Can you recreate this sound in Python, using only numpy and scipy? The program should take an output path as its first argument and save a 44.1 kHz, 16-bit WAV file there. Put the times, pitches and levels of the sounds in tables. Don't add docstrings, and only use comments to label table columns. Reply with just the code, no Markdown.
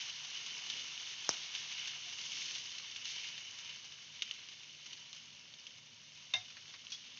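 import sys
import numpy as np
from scipy import signal
from scipy.fft import rfft, irfft
from scipy.io import wavfile

SR = 44100
rng = np.random.default_rng(int(sys.argv[2]) if len(sys.argv) > 2 else 0)


def generate_wav(signal):
    frames = np.transpose(np.atleast_2d(signal))
    scaled = np.clip(frames, -1, 1) * 32767
    pcm = np.round(scaled).astype(np.int16)
    wavfile.write(sys.argv[1], SR, pcm)


def magnitude_from_level(level_db):
    exponent = np.asarray(level_db, float) / 20
    return 10 ** exponent


N = 317079

# [s, dB, dB]
HEAT = [
    (0.0, -46.5, -2),
    (0.6, -49.5, 4),
    (1.4, -47, -5),
    (2.0, -49.5, 3.5),
    (2.95, -51, 2),
    (3.5, -51.5, 7.5),
    (4.1, -55.5, 0.5),
    (5.5, -57.5, 3),
    (6.2, -58, -0.5),
    (7.19, -57, -5),
]
# [Hz, dB per Hz]
RIM_SPECTRUM = [(880, -45), (1500, -21), (2000, -16), (2170, -11.5), (2510, -8.5), (3010, 0), (3340, -3.5),
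                (3920, -7), (5000, -9.5), (6070, -8.5), (6500, -7.5)]
# [Hz, dB per Hz]
UNDER_SPECTRUM = [(210, -47), (350, -15), (573, -24), (732, -15), (895, -13.5), (959, -9.5), (1560, -7),
                  (2200, -4.5), (2860, -35.5), (4840, -120)]
# [Hz, Hz, dB]
PAN_HUMPS = [(963, 12, 9.5), (2200, 50, 5.5), (2990, 340, -1), (3590, 43, 6.5), (5630, 640, 1.5)]


def rms_one(x):
    return x / np.sqrt(np.mean(x ** 2) + 1e-20)


def peak_one(x):
    return x / np.max(np.abs(x))


def in_time(rows):
    s, *columns = np.transpose(rows)
    return [np.interp(np.arange(N) / SR, s, c) for c in columns]


def colour(x, points, peaks=()):
    size = 8192
    hz = np.arange(size // 2 + 1) * SR / size + 1
    point_hz, point_db = np.array(points).T
    db = np.interp(np.log(hz), np.log(point_hz), point_db)
    for centre_hz, width_hz, peak_db in peaks:
        db = db + peak_db / (1 + (2 * (hz - centre_hz) / width_hz) ** 2)
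    cepstrum = irfft(db * np.log(10) / 20)
    cepstrum[1:size // 2] *= 2
    cepstrum[size // 2 + 1:] = 0
    impulse = irfft(np.exp(rfft(cepstrum)))
    return signal.fftconvolve(x, impulse)[:len(x)]


def drift(rate):
    r = np.exp(-2 * np.pi * rate / SR)
    slow = signal.lfilter([1], [1, -2 * r, r * r], rng.standard_normal(N + SR))
    return rms_one(slow[SR:])


def ring(clicks, hz, t60):
    r, w = magnitude_from_level(-60 / (t60 * SR)), 2 * np.pi * hz / SR
    return signal.lfilter([0, np.sin(w)], [1, -2 * r * np.cos(w), r * r], clicks + 1e-18)


def puff(t60, size=4000):
    return rng.standard_normal(size) * magnitude_from_level(-60 * np.arange(size) / SR / t60)


def add(track, s, sound):
    at = round(s * SR)
    track[at:at + len(sound)] += sound[:N - at]


def presses():
    # [s, dB, s, dB, dB]
    strokes = [(0.02, 3, 0.053, -2, 3.5), (0.4, 3.5, 0.064, -3, 1.5), (0.545, 3, 0.063, -1, 5.5),
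               (0.78, 4.5, 0.14, -1, 6.5), (1.145, 3, .06, -3.5, 2), (1.343, 1, 0.06, 1.5, 0),
               (1.622, 1, 0.049, 1, 4.5), (1.826, 6.5, 0.14, -4.5, 3.5), (2.416, 5, 0.27, 2.5, 5.5),
               (3.097, 2, .035, 5.5, -2), (3.221, 6.5, .13, -3, 3.5), (3.7, 4, 0.084, -3, 2.5),
               (4.353, 4, 0.23, -2.5, 2), (4.9, 4, 0.15, -1.5, 2), (5.15, 1, 0.12, 0, -2.5),
               (6.685, -0.5, 0.045, 1.5, 1), (7.095, 3, 0.13, -2.5, 1)]
    t = np.arange(0, N + 64, 64) / SR
    s, surge_db, half_s, bright_db, drag_db = np.transpose(strokes)[:, :, None]
    shape = np.exp(-((t - s) / half_s) ** 2)
    return [np.interp(np.arange(N) / SR, t, (db * shape).sum(axis=0)) for db in (surge_db, bright_db, drag_db)]


def surges(per_s, depth, decay_s):
    opened = (rng.random(N) < per_s / SR) * rng.random(N)
    return 1 + depth * signal.lfilter([1], [1, -np.exp(-1 / (decay_s * SR))], opened)


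def bursts(per_s, spread_db, low_hz, high_hz, cycles, clump_db, clump_rate):
    sizes = magnitude_from_level(spread_db * np.minimum(rng.exponential(1, N), 4)) * rng.choice([-1, 1], N)
    born = rng.random(N) < per_s * magnitude_from_level(clump_db * drift(clump_rate)) / SR
    dealt = rng.integers(0, 16, N)
    pitches = np.geomspace(low_hz, high_hz, 16)
    return rms_one(sum(ring(sizes * born * (dealt == k), hz, cycles / hz) for k, hz in enumerate(pitches)))


def frying():
    # [Hz, dB per Hz]
    drag_spectrum = [(120, -30.5), (200, 1), (320, -1), (550, -3.5), (800, -28.5)]
    heat_db, cup_db = in_time(HEAT)
    press_db, bright_db, drag_db = presses()
    fizz_db = -64.5 + 1.06 * (heat_db + 51) + 0.3 * press_db
    surge = surges(45, depth=0.7, decay_s=0.0073)

    crackle = bursts(2200, spread_db=1.0, low_hz=1670, high_hz=8700, cycles=17.0, clump_db=3.0, clump_rate=18)
    steam = rng.standard_normal(N)
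    sizzle = rms_one(colour(surge * (0.54 * crackle + 0.98 * steam), RIM_SPECTRUM, PAN_HUMPS))
    treble = signal.sosfiltfilt(signal.butter(2, 4300, "high", fs=SR, output="sos"), sizzle)
    cup = rms_one(ring(sizzle, 3084, 0.01))
    thin_films = (magnitude_from_level(bright_db + 5.15) - 1) * treble
    sizzle = sizzle + thin_films + 0.14 * magnitude_from_level(cup_db) * cup

    bubbling = bursts(700, spread_db=-0.5, low_hz=514, high_hz=2500, cycles=8.0, clump_db=2.0, clump_rate=15)
    under_steam = rng.standard_normal(N)
    fizz = rms_one(colour(surge * (0.5 * bubbling + 1.1 * under_steam), UNDER_SPECTRUM, PAN_HUMPS))
    drag = rms_one(colour(rng.standard_normal(N), drag_spectrum))
    return magnitude_from_level(heat_db + press_db + 2.5) * sizzle + magnitude_from_level(fizz_db) * fizz + magnitude_from_level(1.7 * drag_db - 81.1) * drag


def background():
    # [Hz, dB per Hz]
    flame_spectrum = [(60, -13), (85, -2.5), (128, -3), (220, -4), (288, -12), (400, -13.5), (600, -9.5),
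                      (900, -19.5), (1300, -41)]
    # [Hz, Hz, dB]
    hum_tones = [(90.5, 6.1, -90.5), (113, 14, -80.5), (148.56, 3.5, -77.5), (242.2, 8.1, -83.5)]
    out = magnitude_from_level(-75.5) * rms_one(colour(rng.standard_normal(N), flame_spectrum))
    for hz, width_hz, db in hum_tones:
        t60 = np.log(1000) / np.pi / width_hz
        out += magnitude_from_level(db) * rms_one(ring(rng.standard_normal(N), hz, t60))
    return out


def small_spits(count=24, over_sizzle_db=10.5, centre_hz=3160):
    heat_s, heat_db, _ = np.transpose(HEAT)
    found = []
    for when, a, b, c in rng.random((count, 4)):
        s = when * N / SR
        peak_db = np.interp(s, heat_s, heat_db) + over_sizzle_db + 4.5 * a
        found.append((s, peak_db, centre_hz * (1.2 + 0.75 * b), 4.0 * c - 8))
    return found


def spits():
    # [s, dB, Hz, dB]
    clear_spits = [(0.1267, -39.5, 2930, 4.5), (0.4628, -29, 3170, 0.5), (0.6996, -28, 3130, 6),
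                   (0.7383, -29.5, 3100, -5), (0.977, -28.5, 2880, -10), (1.244, -36, 3060, 2),
                   (1.5493, -32, 3040, 8), (1.723, -33.5, 3080, 5), (1.8731, -34, 2800, 9.5),
                   (2.212, -33, 3700, 2.5), (2.2518, -36, 3140, -5), (2.319, -27.5, 2960, -1),
                   (2.4188, -27, 2820, 1.5), (2.7172, -41.5, 2990, 10.5), (2.7823, -31, 4450, 2.5),
                   (2.9608, -40.5, 5430, 13), (3.0534, -31.5, 5300, 8.5), (3.3785, -35.5, 3020, 6.5),
                   (3.696, -34, 2820, -1), (4.1926, -40, 2900, 1.5), (4.2212, -18.5, 2820, -0.5),
                   (4.311, -21, 2870, -5.5), (4.487, -39.5, 2670, 5), (4.9305, -43.5, 3120, 9.5),
                   (5.129, -37.5, 6280, 8), (5.1627, -40, 3340, 3), (5.5383, -44, 3540, 6.5),
                   (5.6673, -33.5, 2900, 0), (6.8682, -30.5, 3100, -7.5)]
    # [s, Hz, dB]
    gulps = [
        (0.55, 663, -70),
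        (0.759, 103, -70.5),
        (2.065, 700, -62),
        (2.82, 1120, -66),
    ]
    out, click = np.zeros(N), np.eye(1, 4000)[0]
    for s, peak_db, hz, crack_db in list(clear_spits) + small_spits():
        spray_t60 = max(0.047 + 0.001 * crack_db, 0.005)
        crack = peak_one(colour(click * 1.33 + puff(spray_t60), RIM_SPECTRUM, PAN_HUMPS))
        note = peak_one(colour(ring(ring(click, hz, 0.0037), hz, 0.0018), RIM_SPECTRUM))
        thud = peak_one(colour(click * 1.7 + puff(0.036), UNDER_SPECTRUM))
        add(out, s, magnitude_from_level(peak_db + 1.0) * (magnitude_from_level(crack_db) * (crack + magnitude_from_level(-27) * thud) + 0.5 * note))
    for s, hz, peak_db in gulps:
        t60 = 60.0 / hz
        add(out, s, magnitude_from_level(peak_db) * peak_one(ring(ring(click, hz, t60), hz, t60)))
    return out


def blister():
    # [s, dB, dB, Hz]
    wet_bursts = [
        (1.291, -13, -33, 5770),
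    ]
    out, click = np.zeros(N), np.eye(1, 4000)[0]
    echo_band = signal.butter(2, [4800, 7000], "band", fs=SR, output="sos")
    for s, crack_db, thump_db, hz in wet_bursts:
        push = np.gradient(ring(ring(ring(click, 230, 0.0021), 1440, 0.00054), 1700, 0.0012))
        crack = ring(ring(ring(click, hz * 1.1, 0.00082), hz * 1.1, 0.00087), hz * 1.1, 0.00087)
        echoes = signal.sosfilt(echo_band, puff(0.069))
        bright = magnitude_from_level(crack_db + 2.0) * (peak_one(crack) + 0.33 * echoes)
        add(out, s + 0.00058, bright - magnitude_from_level(thump_db + 14) * peak_one(push))
        add(out, s + 0.004, magnitude_from_level(thump_db - 25) * ring(click, 203, 0.14))
    return out


def struck(modes):
    s, out = np.arange(16000) / SR, 0
    for hz, db, t60, build in modes:
        swell = s * np.exp(-(s / max(build, 2e-4)) ** 2)
        feed = swell * (np.sin(2 * np.pi * hz * s) + 4.2 * rng.standard_normal(len(s)))
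        out = out + magnitude_from_level(db) * peak_one(ring(feed, hz, min(t60, 0.4)))
    return out


def ladle():
    # [s, dB]
    knocks = [
        (6.336, -24),
    ]
    # [Hz, dB, s, s]
    bowl_modes = [(105.4, -37, 0.18, .04), (661, -28, 0.15, 0.0062), (730, -28, .09, 0.03),
                  (800, -30, .08, 0.0057), (1010, -24.5, 0.086, 0.0036), (1664, -25, 0.099, .003),
                  (2111, -14, 0.028, 0.027), (2130, -21, .08, .004), (2626, -8.5, 0.042, 0.0013),
                  (2740, -10, 0.017, 0.013), (3120, -15.5, 0.04, 0.0015), (3630, -8.5, 0.062, 0.01),
                  (3664, 0.5, 0.052, 0.0043), (3730, -14, 0.17, 0.0087), (4430, -11.5, 0.029, 0.0014),
                  (5670, -24, 0.05, 0.026), (6330, -14, 0.0073, 0.00078)]
    # [s, dB, Hz, s]
    scuffs = [
        (6.5014, -35.5, 2500, 0.051),
        (6.568, -35.5, 1950, 0.1),
        (6.6554, -41, 2200, 0.038),
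        (6.738, -33.5, 2200, 0.099),
        (6.902, -35, 5600, 0.067),
        (6.9204, -22, 5160, 0.0093),
        (6.923, -28.5, 4500, 0.2),
    ]
    # [s, dB]
    handle_taps = [
        (6.919, -35),
        (6.941, -38.5),
    ]
    # [Hz, dB, s, s]
    handle_modes = [(2490, -18, 0.046, 0.0048), (3340, -6.5, 0.045, 0.0063), (3360, -11, 0.067, 0.0091),
                    (3935, -14, .02, .001), (4500, -7, 0.023, 0.00056), (5800, -23, .04, .004)]
    clatter_spectrum = [(400, -43), (700, -8), (2500, -5), (4500, -0.5)]  # (Hz, dB per Hz)
    out = np.zeros(N)
    for s, peak_db in knocks:
        add(out, s, magnitude_from_level(peak_db) * struck(bowl_modes))
        clatter = colour(puff(0.023) + 0.26 * puff(0.32), clatter_spectrum)
        add(out, s + 0.0016, magnitude_from_level(peak_db + 4.5) * peak_one(clatter))
    for s, peak_db, hz, t60 in scuffs:
        wide = signal.butter(1, [hz * 0.58, min(hz * 2.93, 9000)], "band", fs=SR, output="sos")
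        scrape = signal.sosfilt(np.r_[wide, wide], puff(max(t60, 0.005), size=9000))
        add(out, s, magnitude_from_level(peak_db - 5.0) * peak_one(scrape))
    for s, peak_db in handle_taps:
        add(out, s, magnitude_from_level(peak_db) * struck(handle_modes))
    return out


def kitchen(x):
    tail = np.r_[np.zeros(round(0.004 * SR)), puff(0.31, size=20000)]
    tail = signal.sosfilt(signal.butter(1, 400, "high", fs=SR, output="sos"), tail)
    return signal.fftconvolve(x, tail / np.sqrt(np.sum(tail ** 2)))[:N]


def scene():
    near = frying() + spits() + blister() + ladle()
    mono = near + magnitude_from_level(-14) * kitchen(near) + background()
    return np.array([mono, mono])


def top_cut(x):
    return signal.sosfilt(signal.butter(12, 15700, fs=SR, output="sos"), x)


def record(dry):
    # [Hz, dB]
    top_edge = [(6400, 0), (6700, -8), (7000, -21), (7450, -25), (7700, -35), (8000, -43), (8300, -58),
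                (9000, -75)]
    # [Hz, dB per Hz]
    noise_spectrum = [(55, 26), (80, -30), (6500, -30), (7300, 14), (8300, -4), (9000, -4), (9800, 1)]
    bass_cut = signal.butter(6, 78, "high", fs=SR, output="sos")
    mono = signal.sosfilt(bass_cut, colour(dry[0], top_edge))
    mono = mono + magnitude_from_level(-95) * rms_one(colour(rng.standard_normal(N), noise_spectrum))
    return top_cut(np.array([mono, mono]))


dry = scene()
out = record(dry)
generate_wav(out)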